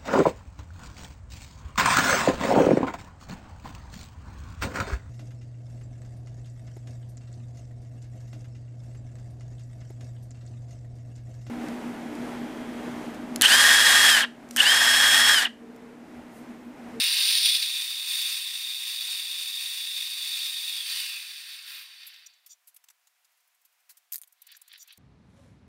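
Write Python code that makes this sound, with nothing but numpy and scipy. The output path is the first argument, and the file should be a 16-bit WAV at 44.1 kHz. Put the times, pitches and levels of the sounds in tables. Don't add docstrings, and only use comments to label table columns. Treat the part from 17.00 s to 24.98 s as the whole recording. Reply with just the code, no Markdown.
import sys
import numpy as np
from scipy import signal
from scipy.fft import rfft, irfft, next_fast_len
from scipy.io import wavfile
from scipy.ndimage import uniform_filter1d, map_coordinates

SR = 44100
rng = np.random.default_rng(int(sys.argv[2]) if len(sys.argv) > 2 else 0)


def master(y):
    cut = np.clip(np.atleast_2d(y).T, -1, 1)
    pcm = np.round(cut * 32767)
    wavfile.write(sys.argv[1], SR, pcm.astype(np.int16))


N = 351918
TIME = np.arange(N) / SR

# (f/Hz, relative level/dB)
RASP_SPECTRUM = [(200, -53.5), (600, -36), (1000, -20.5), (1700, -0.5), (2600, -1.5), (3600, -0.5),
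                 (4400, -5.5), (5500, -16), (8000, -30), (16000, -34)]
# (f/Hz, width/Hz, relative level/dB)
HEADSTOCK_MODES = [(1880, 50, -7.5), (2477, 26, -8), (2620, 60, -12.5), (3080, 22, -3), (3484, 57, 0),
                   (3837, 50, -5), (3970, 33, 0), (4159, 28, -1.5), (4390, 22, -8), (4560, 80, -1.5),
                   (4760, 16, -7.5), (5061, 30, -9.5), (5280, 75, -11.5), (5787, 84, -14)]


def amp(db):
    return 10 ** (np.asarray(db) / 20)


def unit(x):
    return x / np.sqrt(np.mean(np.abs(x) ** 2) + 1e-20)


def along(points, hz):
    f, v = np.transpose(points)
    return np.interp(np.log(hz + 1), np.log(f + 1), v)


def curve(points):
    t, v = np.transpose(points)
    return np.interp(TIME, t, v)


def wobble(rate_hz):
    knots = rng.standard_normal(int(N * rate_hz / SR) + 4)
    return map_coordinates(knots, [TIME * rate_hz])


def noise():
    return rng.standard_normal(N)


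def filtered(x, response):
    m = next_fast_len(N + SR // 2)
    return irfft(rfft(x, m) * response(np.fft.rfftfreq(m, 1 / SR)), m)[:N]


def coloured(x, spectrum):
    return unit(filtered(x, lambda hz: amp(along(spectrum, hz))))


def ringing(x, modes):
    def response(f):
        bank = 0
        for k, (centre, width, db) in enumerate(modes):
            resonance = 1j * f * width / (centre * centre - f * f + 1j * f * width)
            bank = bank + (-1) ** k * amp(db) * resonance
        return bank * f ** 4 / (f ** 4 + 1400 ** 4)
    return unit(filtered(x, response))


def impacts(rate_hz, scatter_db):
    struck = rng.random(N) < rate_hz / SR
    return unit(struck * noise() * amp(scatter_db * np.tanh(noise())))


def patchy(depth_db):
    z = signal.stft(noise(), nperseg=256)[2]
    field = uniform_filter1d(rng.standard_normal(z.shape), size=7, axis=0)
    field = uniform_filter1d(field, size=12, axis=1)
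    return signal.istft(z * amp(depth_db * unit(field)), nperseg=256)[1][:N]


def strokes(rows):
    return sum(amp(db) * np.exp(-2 * ((TIME - s) / length_s) ** 2) for s, length_s, db in rows)


def tones(lines, waver_rad):
    out = np.zeros(N)
    for hz, db in lines:
        out += amp(db) * np.sqrt(2) * np.sin(2 * np.pi * hz * TIME + waver_rad * wobble(3.9))
    return out


def shop_hush():
    # (f/Hz, relative level/dB)
    spectrum = [(25, -27), (150, -28), (330, -24), (480, -13), (720, -4), (1500, -.5), (2400, 0),
                (3800, -4), (7000, -5.5), (11000, -7.5), (14000, -6), (15800, -9)]
    # (f/Hz, rms level/dB)
    lines = [(721.4, -93), (974.4, -94)]
    level_db = -72 + .8 * wobble(5.6)
    return amp(level_db) * coloured(noise(), spectrum) + tones(lines, waver_rad=.7)


def workshop(x):
    # (f/Hz, t60/s)
    t60 = [(200, 0.22), (2000, 0.14), (8000, 0.086), (15000, 0.13)]
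    hz, t, z = signal.stft(rng.standard_normal(SR // 2), SR, nperseg=256)
    decay = amp(-60 * t / along(t60, hz)[:, None])
    tail = signal.istft(z * decay, SR, nperseg=256)[1]
    return signal.fftconvolve(x, tail / np.linalg.norm(tail))[:N]


def knocks():
    # (t/s, level/dB, pitch f/Hz)
    bumps = [(2.084, -51, 1000), (4.684, -77, 250)]
    # (multiple of pitch, relative level/dB)
    shape = [(0.049, -46), (.4, -32), (.7, -8), (1, 0), (1.5, 2), (4, -45)]
    out = np.zeros(N)
    for s, db, hz in bumps:
        age = np.maximum(TIME - s, 0) / 0.00394
        spectrum = [(hz * multiple, level_db) for multiple, level_db in shape]
        out += amp(db) * age * np.exp(1 - age) * coloured(noise(), spectrum)
    return out


def pawl():
    # (first click t/s, end t/s, mean top level/dB)
    runs = [(7.274, 7.345, -51.5), (7.418, 7.64, -44.5), (7.678, 7.98, -47)]
    period_s, length_s, body_db, scatter_db = .0493, 0.0083, -13, 1
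    rows = []
    for first_s, end_s, mean_db in runs:
        for s in np.arange(first_s, min(end_s, TIME[-1]), period_s):
            db = mean_db + rng.normal(0, scatter_db)
            rows.append((s, db, db + body_db, length_s))
    return rows


def brushes(count):
    from_s, to_s, top_db, body_db, length_s = 6.3, 6.88, -66, -80, .012
    return [(from_s + u * (to_s - from_s), top_db, body_db, length_s) for u in rng.random(count)]


def contacts(rows, rise_s, tail_db, tail_s):
    # (f/Hz, relative level/dB)
    top_spectrum = [(200, -84.5), (1000, -46.5), (4000, -14.5), (7000, -5.5), (10000, 0.5), (12500, 4.5),
                    (15800, -1)]
    # (f/Hz, relative level/dB)
    body_spectrum = [(30, -42.5), (300, -34), (700, -13), (1500, -5.5), (4500, -2), (7500, 1),
                     (10000, -11.5), (15800, -25.5)]
    top, body = np.zeros((2, N))
    for s, top_db, body_db, length_s in rows:
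        start = round(s * SR)
        t = TIME[:min(SR // 5, N - start)]
        decay = np.exp(-(t / length_s) ** 2) + amp(tail_db) * np.exp(-t / tail_s)
        shape = (1 - np.exp(-t / rise_s)) * decay
        top[start:][:len(t)] += amp(top_db) * shape
        body[start:][:len(t)] += amp(body_db) * shape
    bursts = top * coloured(patchy(depth_db=3), top_spectrum)
    bursts += body * coloured(patchy(depth_db=3), body_spectrum)
    return filtered(bursts, lambda hz: amp(along([(200, -25.5), (800, -1.5)], hz)))


def handling():
    # (t/s, top level/dB, body level/dB, length/s)
    ticks = [(5.066, -40.5, -63, 0.019), (5.1392, -55, -50, .006), (5.461, -48, -55.5, 0.017),
             (5.672, -48.5, -59, 0.024), (5.7435, -50.5, -69, .009), (5.7626, -45, -52.5, .01),
             (5.8396, -53.5, -52, .0074), (5.885, -56, -49.5, .0075), (5.9, -54, -53.5, 0.011),
             (6.07, -57, -59, 0.0098), (6.245, -65, -59.5, 0.013), (6.6495, -54, -63, 0.013),
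             (6.8924, -46.5, -54, 0.0264), (6.9694, -50, -61.5, 0.014)]
    # (t/s, top level/dB, body level/dB)
    snaps = [(7.1215, -29, -36), (7.125, -20, -45), (7.1343, -20.5, -48), (7.144, -22, -31.5),
             (7.1581, -18.5, -40), (7.181, -27.5, -48), (7.216, -30, -48), (7.235, -35, -50.5)]
    rebound_s, rebound_loss_db, snap_length_s = 0.006, 9.5, .0007
    clicks = contacts(ticks + pawl() + brushes(count=8), rise_s=0.0012, tail_db=-26.5, tail_s=.014)
    clacks = []
    for s, top_db, body_db in snaps:
        for bounce in (0, 1):
            loss_db = bounce * rebound_loss_db
            clacks.append((s + bounce * rebound_s, top_db - loss_db, body_db - loss_db, snap_length_s))
    return clicks + contacts(clacks, rise_s=.0001, tail_db=-16, tail_s=.006)


def gear_rub():
    # (t/s, length/s, relative level/dB)
    rubs = [(7.52, .05, -53.5), (7.742, .05, -50), (7.91, 0.038, -54)]
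    catch_hz, catch_db, catch_rise_s = 48.3, 10.5, 0.0027
    roll_from_s, roll_rise_s, roll_db = 7.33, 0.11, -72
    grit = patchy(depth_db=3) * amp(2.5 * wobble(260))
    rasp = coloured(grit, RASP_SPECTRUM) + amp(-2.5) * ringing(noise(), HEADSTOCK_MODES)
    cycles = np.cumsum(catch_hz * amp(1.5 * wobble(30))) / SR
    age = cycles % 1 / catch_hz / catch_rise_s
    pulls = amp(-6.5 + catch_db * age * np.exp(1 - age)) * strokes(rubs)
    rolling = amp(roll_db) * np.clip((TIME - roll_from_s) / roll_rise_s, 0, 1)
    return (pulls + rolling) * rasp


def bearing_squeaks():
    # (t/s, length/s, relative level/dB)
    squeaks = [(5.268, 0.0085, -44), (5.34, 0.0075, -60.5), (5.504, 0.016, -52.5), (5.523, 0.0213, -48),
               (7.555, 0.019, -56.5), (7.815, 0.0273, -47)]
    # (f/Hz, width/Hz, relative level/dB)
    modes = [(3550, 180, -14), (4640, 150, -12), (5845, 49, 4), (6550, 280, -11.5), (7070, 158, -3.5),
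             (8700, 200, -14), (13700, 1400, -20.5)]
    return amp(-1.0) * strokes(squeaks) * ringing(noise(), modes)


def motor():
    # (f/Hz, rms level/dB)
    hum = [(384, -106), (829, -85), (851, -85), (959, -78), (1071, -82), (1190, -78)]
    off_s, fade_s = 3.74, .22
    strain_db, strain_hold_s, strain_fall_db_per_s = -65, .45, 100
    strain_level_db = strain_db - strain_fall_db_per_s * np.maximum(TIME - strain_hold_s, 0)
    strain = amp(strain_level_db) * tones([(959, 0)], waver_rad=0.46)
    powered = np.interp(TIME - off_s, [0, fade_s], [1, 0])
    return powered * (strain + tones(hum, waver_rad=0.953))


def start_up():
    # (t/s, mean level/dB)
    grind = [(0, -25), (.15, -26.5), (.3, -23.5), (.46, -22), (.53, -26.5), (.62, -29), (.72, -38.5),
             (.85, -46)]
    # (f/Hz, relative level/dB)
    roar = [(300, -74.5), (1000, -41), (1850, -17), (2400, -6.5), (3200, -8.5), (3500, 6), (4200, 2.5),
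            (5000, -1), (5900, -8.5), (6500, -19.5), (8200, -20), (9100, -0.5), (9900, -14), (10600, -11),
            (11600, -23.5), (14200, -14), (16000, -24.5)]
    jolts_db = np.interp(TIME, [.3, .55], [2, 5]) * np.tanh(wobble(130.3))
    slipping = np.interp(TIME, [.8, 1], [1, 0])
    blows = impacts(6000, scatter_db=7) + noise()
    return slipping * amp(curve(grind) + jolts_db) * coloured(blows, roar)


def load():
    ease_s, at_speed_s = .15, 0.94
    return np.interp(TIME, [ease_s, at_speed_s], [1, 0])


def swell_rises():
    # (t/s, hold/s, release/s, rattle rise/dB, hiss rise/dB)
    swells = [(1.052, 0.14, 0.24, 4.5, 5.5), (3.854, 0.074, 0.264, 5, 4), (4.452, .05, .06, 3, 2),
              (4.645, 0.1, 0.1, 5.5, 5.5), (4.98, .14, .12, 4, 1)]
    attack_s = .04
    rattle_db, hiss_db = np.zeros((2, N))
    for s, hold_s, release_s, rattle_rise_db, hiss_rise_db in swells:
        corners_s = np.cumsum([0, attack_s, hold_s, release_s])
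        shape = np.interp(TIME - s, corners_s, [0, 1, 1, 0])
        rattle_db += rattle_rise_db * shape
        hiss_db += hiss_rise_db * shape
    return rattle_db, hiss_db


def scuff():
    # (f/Hz, relative level/dB)
    spectrum = [(3000, -39), (9000, -15), (11500, -1), (13300, -1), (14300, 4), (15800, -2)]
    level_db = -49
    return amp(level_db) * (amp(swell_rises()[1]) - 1) * coloured(noise(), spectrum)


def gear_train(mesh_hz):
    # (f/Hz, relative level/dB)
    teeth_spectrum = [(25, -46.5), (250, -48), (500, -43.5), (700, -33), (1050, -17), (1350, -16),
                      (1850, -7.5), (2100, -5), (2400, 1), (2750, 0.5), (3200, -8), (3500, 10.5),
                      (4100, 0.5), (4600, 1.5), (5500, -10), (6500, -17.5), (16000, -20.5)]
    # (f/Hz, relative level/dB)
    hiss_spectrum = [(300, -71.5), (2000, -37.5), (5000, -0.5), (6800, -6.5), (8000, -5.5), (9030, 7),
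                     (9900, -6), (11500, -8), (12700, -9.5), (14250, 1), (14700, -8), (15800, -6.5)]
    rattle_base_db, rattle_speed_db, rattle_load_db = -43.5, 17.5, 10.5
    hiss_base_db, hiss_speed_db, hiss_load_db = -41, 36, 8.5

    speed = mesh_hz / mesh_hz.max()
    blow_rate_hz = 900 + mesh_hz
    blows = (impacts(blow_rate_hz, scatter_db=-0.5) + 0.87 * noise()) * amp(1.2 * wobble(110))
    teeth = np.sqrt(0.2 + 0.85 * speed) * coloured(blows, teeth_spectrum)
    slow_blows = impacts(2000 + mesh_hz, scatter_db=-1.0)
    rasp = np.sqrt(1 - speed) * coloured(slow_blows, RASP_SPECTRUM)
    casting = ringing(impacts(blow_rate_hz, scatter_db=3.0) + .6 * noise(), HEADSTOCK_MODES)

    rattle_rise_db, hiss_rise_db = swell_rises()
    drift_db = .75 * wobble(9)
    decades = np.log10(speed)
    rattle_db = rattle_base_db + rattle_speed_db * decades + rattle_load_db * load()
    rattle_db += rattle_rise_db + drift_db
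    hiss_db = hiss_base_db + hiss_speed_db * decades + hiss_load_db * load()
    hiss_db += hiss_rise_db + drift_db

    rattle = amp(rattle_db) * (amp(4.5) * teeth + amp(-0.5) * rasp + amp(1.1) * casting)
    hiss = amp(hiss_db) * coloured(.5 * blows + noise(), hiss_spectrum)
    turning = np.interp(TIME, [5.5, 5.65], [1, 0])
    return turning * (rattle + hiss)


def whine(mesh_hz):
    # (offset at full speed f/Hz, relative level/dB)
    sidebands = [(-235, -3.5), (-115, -.5), (0, 7.5), (119, 2), (242.5, -3.5)]
    # (offset f/Hz, relative level/dB)
    skirt = [(5, 3.5), (60, -2.5), (125, -4), (180, -2), (250, -14), (350, -28), (900, -76.5)]
    # (meshing rate f/Hz, base level/dB)
    level_by_rate = [(500, -150), (950, -81), (1330, -65.5), (2300, -60), (2520, -41), (2800, -44),
                     (3200, -45), (3430, -30.5), (3600, -32.5)]
    load_rise_db, swell_share = 7.5, 0.54

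    full_hz = mesh_hz.max()
    turns = 2 * np.pi * np.cumsum(mesh_hz / full_hz) / SR
    lines = np.zeros(N)
    for offset_hz, db in sidebands:
        lines += amp(db) * np.sin((full_hz + offset_hz) * turns + 0.69 * wobble(22))
    phase = full_hz * turns
    smear = coloured(noise(), skirt) * np.cos(phase) + coloured(noise(), skirt) * np.sin(phase)
    level_db = along(level_by_rate, mesh_hz) + load_rise_db * load() + swell_share * swell_rises()[0]
    level_db += 0.66 * wobble(25)
    return amp(level_db) * (amp(-7.0) * unit(lines) + amp(-4) * unit(smear))


def scene():
    # (t/s, tooth-meshing rate f/Hz)
    speed = [(0, 2700), (.42, 3380), (.58, 3544), (.72, 3610), (3.7, 3604), (3.8, 3440), (3.96, 3045),
             (4.2, 2491), (4.55, 1660), (4.9, 1070), (5.2, 490), (5.36, 120), (5.6, 10)]
    mesh_hz = curve(speed)
    small = handling() + gear_rub() + bearing_squeaks()
    lathe = knocks() + motor() + start_up() + scuff() + gear_train(mesh_hz) + whine(mesh_hz)
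    echo = workshop(amp(-8) * lathe + amp(-22) * small)
    return (lathe + small + echo + shop_hush())[None]


def record(dry):
    top_hz = 15800
    return filtered(dry[0], lambda hz: amp(np.interp(hz - top_hz, [-100, 0, 300], [0, -6, -100])))[None]


dry = scene()
out = record(dry)
master(out)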